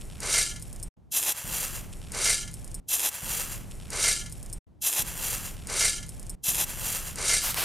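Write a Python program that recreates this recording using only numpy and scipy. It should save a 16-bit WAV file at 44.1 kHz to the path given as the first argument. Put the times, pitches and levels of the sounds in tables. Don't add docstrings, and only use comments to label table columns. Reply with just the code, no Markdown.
import sys
import numpy as np
from scipy import signal
from scipy.fft import rfft, irfft
from scipy.io import wavfile
from scipy.ndimage import uniform_filter1d

SR = 44100
rng = np.random.default_rng(int(sys.argv[2]) if len(sys.argv) > 2 else 0)


def generate_wav(signal):
    frames = np.transpose(np.atleast_2d(signal))
    scaled = np.clip(frames, -1, 1) * 32767
    pcm = np.round(scaled).astype(np.int16)
    wavfile.write(sys.argv[1], SR, pcm)


N = 336924
TIME = np.arange(N) / SR
# frequency in Hz, relative spectrum level in dB.
POUR_COLOUR = [(150, -46), (250, -14.5), (533, -7.5), (1060, -16), (1320, -6), (1890, -11), (2090, -1.5),
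               (2600, -5.5), (3180, -6.5), (3640, -7), (4160, -3), (9190, -2.5), (12700, -15.5),
               (14000, -62.5)]
POUR_WINDOW_S = (1.446, 2.799)
SWITCH_DB_PER_S = 5000


def undb(db):
    return 10 ** (np.asarray(db) / 20)


def through(x, response):
    return signal.oaconvolve(x, response)[:N]


def unit(response):
    return response / np.sqrt(np.sum(response ** 2))


def colour(points, band=None, size=4096):
    f = np.arange(size // 2 + 1) * SR / size
    hz, db = np.transpose(points)
    gain = undb(np.interp(np.log(f + 1), np.log(hz), db))
    lo, hi = band or (0, SR)
    gain = gain / np.sqrt(np.mean(gain ** 2 * (f >= lo) * (f <= hi)))
    cepstrum = irfft(np.log(gain))
    cepstrum[1:size // 2] *= 2
    cepstrum[size // 2 + 1:] = 0
    return irfft(np.exp(rfft(cepstrum)))


def split(x, hz, kind, order=2):
    return signal.sosfilt(signal.butter(order, hz, kind, fs=SR, output="sos"), x)


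def cut(x, hz):
    lowpass = signal.ellip(8, .2, 70, hz, fs=SR, output="sos")
    return signal.sosfilt(lowpass, x + 1e-18)


def ring(modes):
    t = TIME[:SR // 2]
    total = 0
    for k, (hz, db, t60) in enumerate(modes):
        envelope = undb(db - 60 * t / t60) / np.sqrt(t60)
        total = total + envelope * np.sin(2 * np.pi * hz * t) * (-1) ** k
    return unit(total)


def burst(t60):
    t = TIME[:SR // 4]
    return unit(rng.standard_normal(len(t)) * np.exp(-np.log(1000) * t / t60))


def grains(rate, spread_db):
    chance = np.clip(rate / SR, 1e-4, 1)
    hits = (rng.random(N) < chance) * rng.choice([-1, 1], N) / np.sqrt(chance)
    size = undb(spread_db * np.clip(rng.standard_normal(N), -2, 2))
    return hits * size / np.sqrt(np.mean(size ** 2))


def slips(rate, depth_db):
    gain = undb(depth_db * np.interp(TIME * rate, np.arange(N), rng.standard_normal(N)))
    return gain / np.sqrt(np.mean(gain ** 2))


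def blows(times, db):
    out = np.zeros(N)
    out[(np.asarray(times) * SR).astype(int)] = undb(db)
    return out


def swell(start, end, rise, fall):
    drop_db = rise * np.maximum(start - TIME, 0) + fall * np.maximum(TIME - end, 0)
    return undb(-np.minimum(drop_db, 160))


def together(gains):
    return np.sqrt(sum(g ** 2 for g in gains))


def repeat(x, shifts):
    padded = np.pad(x, ((0, 0), (N, N)))
    return sum(padded[:, N - round(s * SR):2 * N - round(s * SR)] for s in shifts)


def place(x, low_db, bright_db, t60):
    tail = through(x, burst(t60))
    side = undb(low_db) * split(tail, 770, "low") + undb(bright_db) * split(tail, 9600, "high")
    return np.array([x + side, x - side])


def cracks(rows, points, snap_db, crumble_db, t60):
    hits = blows(*np.transpose(rows))
    crumble = through(hits, burst(t60))
    return through(undb(snap_db) * hits + undb(crumble_db) * crumble, colour(points))


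def shimmer(x, share_db, t60):
    bright_tail = split(through(x, burst(t60)), 2900, "high")
    return (x + undb(share_db) * bright_tail) / np.sqrt(1 + undb(2 * share_db))


def air(points, side_db, side_hz):
    mid, side = (through(rng.standard_normal(N), colour(points)) for _ in range(2))
    side = undb(side_db) * split(side, side_hz, "low", order=1)
    return np.array([mid + side, mid - side])


def hush():
    # frequency in Hz, relative spectrum level in dB.
    hush_colour = [(12, -43), (30, -21), (65, -10), (110, -14.5), (170, -17), (270, -22.5), (420, -31),
                   (800, -36), (1600, -50), (12000, -63.5), (16000, -75.5)]
    level_db, dip_db = -57, -50
    dip_times_s, dip_length_s = [.928, 4.628], .076
    dipped = sum(np.abs(TIME - s) < dip_length_s / 2 for s in dip_times_s)
    gain = undb(level_db + dip_db * uniform_filter1d(1. * dipped, size=256))
    return gain * air(hush_colour, side_db=-1.5, side_hz=1200)


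def rumble():
    # frequency in Hz, relative spectrum level in dB.
    rumble_colour = [(12, -23), (28, 7), (48, -2), (75, -6), (110, -5), (165, -9), (240, -16.5),
                     (420, -22.5), (780, -28), (1300, -34.5), (2200, -34.5), (4400, -41), (9000, -34.5),
                     (13000, -42.5), (15000, -73.5)]
    level_db, sag_db_per_s = -40, 1.5
    gain = undb(level_db - sag_db_per_s * (TIME - POUR_WINDOW_S[0]))
    return gain * air(rumble_colour, side_db=-5.0, side_hz=1200)


def dragging():
    # start in seconds, end in seconds, hiss gain in dB, crunch gain in dB.
    drags = [(7.442, 7.504, -31.5, -43), (7.576, 7.64, -32.5, -38)]
    pulls = [(swell(start, end, 498, 400), hiss_db, crunch_db) for start, end, hiss_db, crunch_db in drags]
    hiss = together(pull * undb(db) for pull, db, _ in pulls)
    crunch = together(pull * undb(db) for pull, _, db in pulls)
    return hiss, crunch


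def scrape():
    # frequency in Hz, relative spectrum level in dB.
    scrape_colour = [(180, -45), (300, -10), (915, -4), (994, -2.5), (1870, -5), (2480, -5), (6100, -6),
                     (10900, -2.5), (14500, -3.5), (16000, -24)]
    # time in seconds, relative level in dB.
    scrape_cracks = [(7.5441, -12.5)]
    hiss, crunch = dragging()
    high, low = colour(scrape_colour, (11000, 15000)), colour(scrape_colour, (400, 1200))
    fine = split(through(grains(rate=4600, spread_db=0) * hiss, high), 3000, "high")
    deep = split(through(grains(rate=3600, spread_db=1.5) * crunch, low), 4300, "low")
    crack = cracks(scrape_cracks, scrape_colour, snap_db=-6, crumble_db=7, t60=0.011)
    out = undb(-1.5) * fine + undb(-.3) * deep + crack
    return place(out, low_db=-10.5, bright_db=-13.0, t60=.08)


def digging():
    # time of the hardest push in seconds, hiss gain in dB, crunch gain in dB.
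    thrusts = [(2.938, -21, -41), (3.059, -21.5, -36)]
    # time of the peak in seconds, hiss gain in dB, rise and fall in dB per second.
    surges = [(3.149, -36, 194.5), (3.327, -28.5, 104), (3.412, -30.5, 192), (3.525, -36.5, 195)]
    bite_start, bite_end = 2.888, 3.091
    contact = swell(bite_start, bite_end, rise=2202, fall=2202)
    pushes = [(contact * swell(s, s, 237.5, 237.5), hiss_db, crunch_db) for s, hiss_db, crunch_db in thrusts]
    lift = (TIME > bite_end) * together(undb(db) * swell(s, s, rate, rate) for s, db, rate in surges)
    hiss = together([lift] + [push * undb(db) for push, db, _ in pushes])
    lift_crunch = undb(-22) * lift ** .7
    crunch = together([lift_crunch] + [push * undb(db) for push, _, db in pushes])
    sunk = swell(2.915, 2.915, rise=350, fall=0)
    return hiss, crunch * sunk


def scoop():
    # frequency in Hz, relative spectrum level in dB.
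    bite_colour = [(120, -67), (200, -14), (240, -29), (273, -16), (647, -14.5), (899, -9.5), (1250, -15.5),
                   (2330, -11.5), (2610, -8.5), (3970, -7), (4350, -13), (5230, -5.5), (11700, 1),
                   (14900, -8), (16000, -32)]
    lift_colour = [(180, -24.5), (300, -28), (379, -10.5), (528, -1.5), (667, -6.5), (787, -3.5),
                   (2520, -3), (2740, 1), (3700, -6.5), (8640, 2.5), (12300, 1.5), (15200, -6),
                   (16000, -22.5)]
    # frequency in Hz, relative energy in dB, 60 dB decay time in seconds.
    buried_blade = [(900, -14.5, 0.033), (1654, -1, 0.049), (2637, 14, 0.031), (3960, 6.5, 0.021),
                    (7400, -11.5, 0.034), (7290, -28.5, .03), (7636, 19, 0.018), (9120, -16, 0.052),
                    (9030, 14, 0.019), (10500, -3, .03), (11700, -3.5, 0.035), (13000, 1, 0.045)]
    # time in seconds, relative level in dB.
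    crack_rows = [(2.9333, -14), (2.9950, -6), (3.0030, -6.5), (3.0375, -12), (3.0512, -14), (3.0603, -8),
                  (3.1343, -24), (3.2795, -23), (3.397, -10.5), (3.529, -23), (3.541, -26)]
    hiss, crunch = digging()
    biting = np.interp(TIME, [3.09, 3.12], [1, 0])
    lifting = 1 - biting
    jerks = slips(rate=240, depth_db=1.44)
    fine = grains(rate=1400 + 55000 * hiss, spread_db=1.0) * hiss * jerks
    deep = grains(rate=2500, spread_db=1) * crunch * jerks
    drive = fine * (undb(-11.0) * biting + undb(-13) * lifting)
    out = through(drive, ring(buried_blade))
    fine = shimmer(fine, share_db=-3.5, t60=0.033)
    for share, points in ((biting, bite_colour), (lifting, lift_colour)):
        high, low = colour(points, (5000, 15000)), colour(points, (400, 2000))
        out = out + undb(-0.18) * split(through(fine * share, high), 2400, "high")
        out = out + split(through(deep * share, low), 2600, "low", order=3)
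    out = out + cracks(crack_rows, bite_colour, snap_db=-3.5, crumble_db=2, t60=0.027)
    return place(out, low_db=-13.5, bright_db=-24, t60=0.094)


def spill():
    # time of the peak in seconds, small-grain gain in dB, clod gain in dB.
    spills = [(1.93, -57, -51.5), (2.57, -53, -64)]
    small = split(grains(rate=180, spread_db=1.5), [5500, 12500], "band")
    clods = split(grains(rate=58, spread_db=1.5), [1400, 8500], "band")
    drops = 0
    for s, small_db, clods_db in spills:
        mixture = undb(small_db) * small + undb(clods_db) * clods
        drops = drops + swell(s, s, rise=199.5, fall=36) * mixture
    return drops + undb(-3) * through(drops, burst(t60=.01))


def ticks():
    # time in seconds, relative level in dB, blade excitation relative to that level in dB.
    touches = [(1.93, -28, -25), (1.969, -35, -23), (2.1195, -17.5, -17), (2.513, -30, -16),
               (2.533, -31, -16), (2.540, -23, -5.5), (2.6444, -26, -9.5), (2.6772, -27, -18),
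               (2.715, -28.5, -25), (2.7437, -24.5, 0), (2.748, -22.5, -8)]
    # frequency in Hz, relative energy in dB, 60 dB decay time in seconds.
    blade = [(5350, -6, .05), (5800, -23, .05), (7630, -8.5, 0.084), (7900, -2.5, 0.072), (8160, -9, .05),
             (8600, 2.5, 0.12), (9330, 5, 0.047), (10120, 2.5, 0.037), (12060, -1, .05), (12820, -18, .055)]
    s, db, ring_db = np.transpose(touches)
    touch = blows(s, db)
    contact = touch + undb(9.5) * through(touch, burst(t60=0.021))
    crack = split(through(contact, colour(POUR_COLOUR)), 6770, "high", order=3)
    clink = through(blows(s, db + ring_db), ring(blade))
    return undb(0.5) * crack + undb(13.5) * clink


def tipping():
    # time of the peak in seconds, relative gain in dB.
    slumps = [(2.308, -21.5), (2.503, -38.5)]
    tipped = swell(2.138, 2.138, rise=701.5, fall=0)
    hiss = tipped * undb(-23.5) * swell(2.25, 2.325, rise=130, fall=160)
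    weight = undb(-40.5) * swell(2.1525, 2.29, rise=420, fall=180)
    boom = together(undb(db) * swell(s, s, rise=260.5, fall=699.5) for s, db in slumps)
    return hiss, weight, boom


def pour():
    # time in seconds, relative level in dB, wall excitation relative to that level in dB.
    lump_rows = [(2.147, -15, -17), (2.256, -3.5, 0), (2.285, -20.5, 1), (2.304, -13.5, 3), (2.329, -7, -3),
                 (2.379, -16.5, 5), (2.428, -31.5, 16), (2.477, -22, 1.5)]
    # frequency in Hz, relative energy in dB, 60 dB decay time in seconds.
    wall_modes = [(646, -11, .4), (1376, -2, 0.17), (1412, -2, 0.19), (1713, 2, 0.19), (2103, -2.5, .28),
                  (2853, 2.5, 0.057), (2910, -9, .1), (3133, 2, 0.11), (3190, 4, .1), (4060, -3, .16),
                  (4410, -8.5, .11), (4750, -7, .12), (4970, 0.5, .11), (5200, -6, 0.14),
                  (5860, 1.5, 0.082), (6030, 2, 0.13), (6720, 5.5, .1), (6800, -5, 0.14), (7500, 1.5, .11),
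                  (8000, -0.5, .1), (7900, -3, .08), (8880, -7, .08), (9550, 1.5, 0.049)]
    bottom_modes = [(2101, 4, 0.08), (1940, -7.5, .05)]
    hiss, weight, boom = tipping()
    high, low = colour(POUR_COLOUR, (4000, 12000)), colour(POUR_COLOUR, (400, 1300))
    fine = grains(rate=600 + 130000 * hiss, spread_db=1.5) * hiss * slips(rate=200, depth_db=1.4)
    bulk = grains(rate=2500, spread_db=3.5) * undb(np.interp(TIME, [2.38, 2.52], [0, -18]))
    s, db, ring_db = np.transpose(lump_rows)
    lumps = through(blows(s, db), burst(t60=.032))
    contacts = shimmer(fine + undb(7) * lumps, share_db=-2.5, t60=0.043)
    patter = undb(-1.5) * split(through(contacts, high), 1900, "high")
    thud = undb(-1.5) * split(through(bulk * weight, low), 1700, "low", order=3)
    hollow = undb(-10.5) * split(through(patter + thud, burst(t60=0.082)), [800, 3600], "band")
    damping = np.interp(TIME, [2.49, 2.64], [1, 0])
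    wall_drive = undb(-18.0) * fine + undb(4.5) * blows(s, db + ring_db)
    wall = damping * through(wall_drive, ring(wall_modes))
    bottom = undb(-7.5) * unit(through(bulk * boom, ring(bottom_modes))) * np.sqrt(np.sum(boom ** 2))
    bucket = patter + thud + hollow + wall + bottom
    out = cut(bucket + ticks() + spill(), 13100)
    return place(out, low_db=-9.0, bright_db=-19.5, t60=.08)


def scene():
    scoop_shifts = [-1.7674, 0, 1.9326, 3.5514]
    pour_shifts = [-1.9161, 0, 1.7839, 3.5514, 5.038]
    present = swell(*POUR_WINDOW_S, SWITCH_DB_PER_S, SWITCH_DB_PER_S)
    scoops = repeat(scoop(), scoop_shifts)
    pours = repeat(present * (pour() + rumble()), pour_shifts)
    return scoops + pours + scrape() + hush()


def record(dry):
    return cut(dry, 16000)


dry = scene()
out = record(dry)
generate_wav(out)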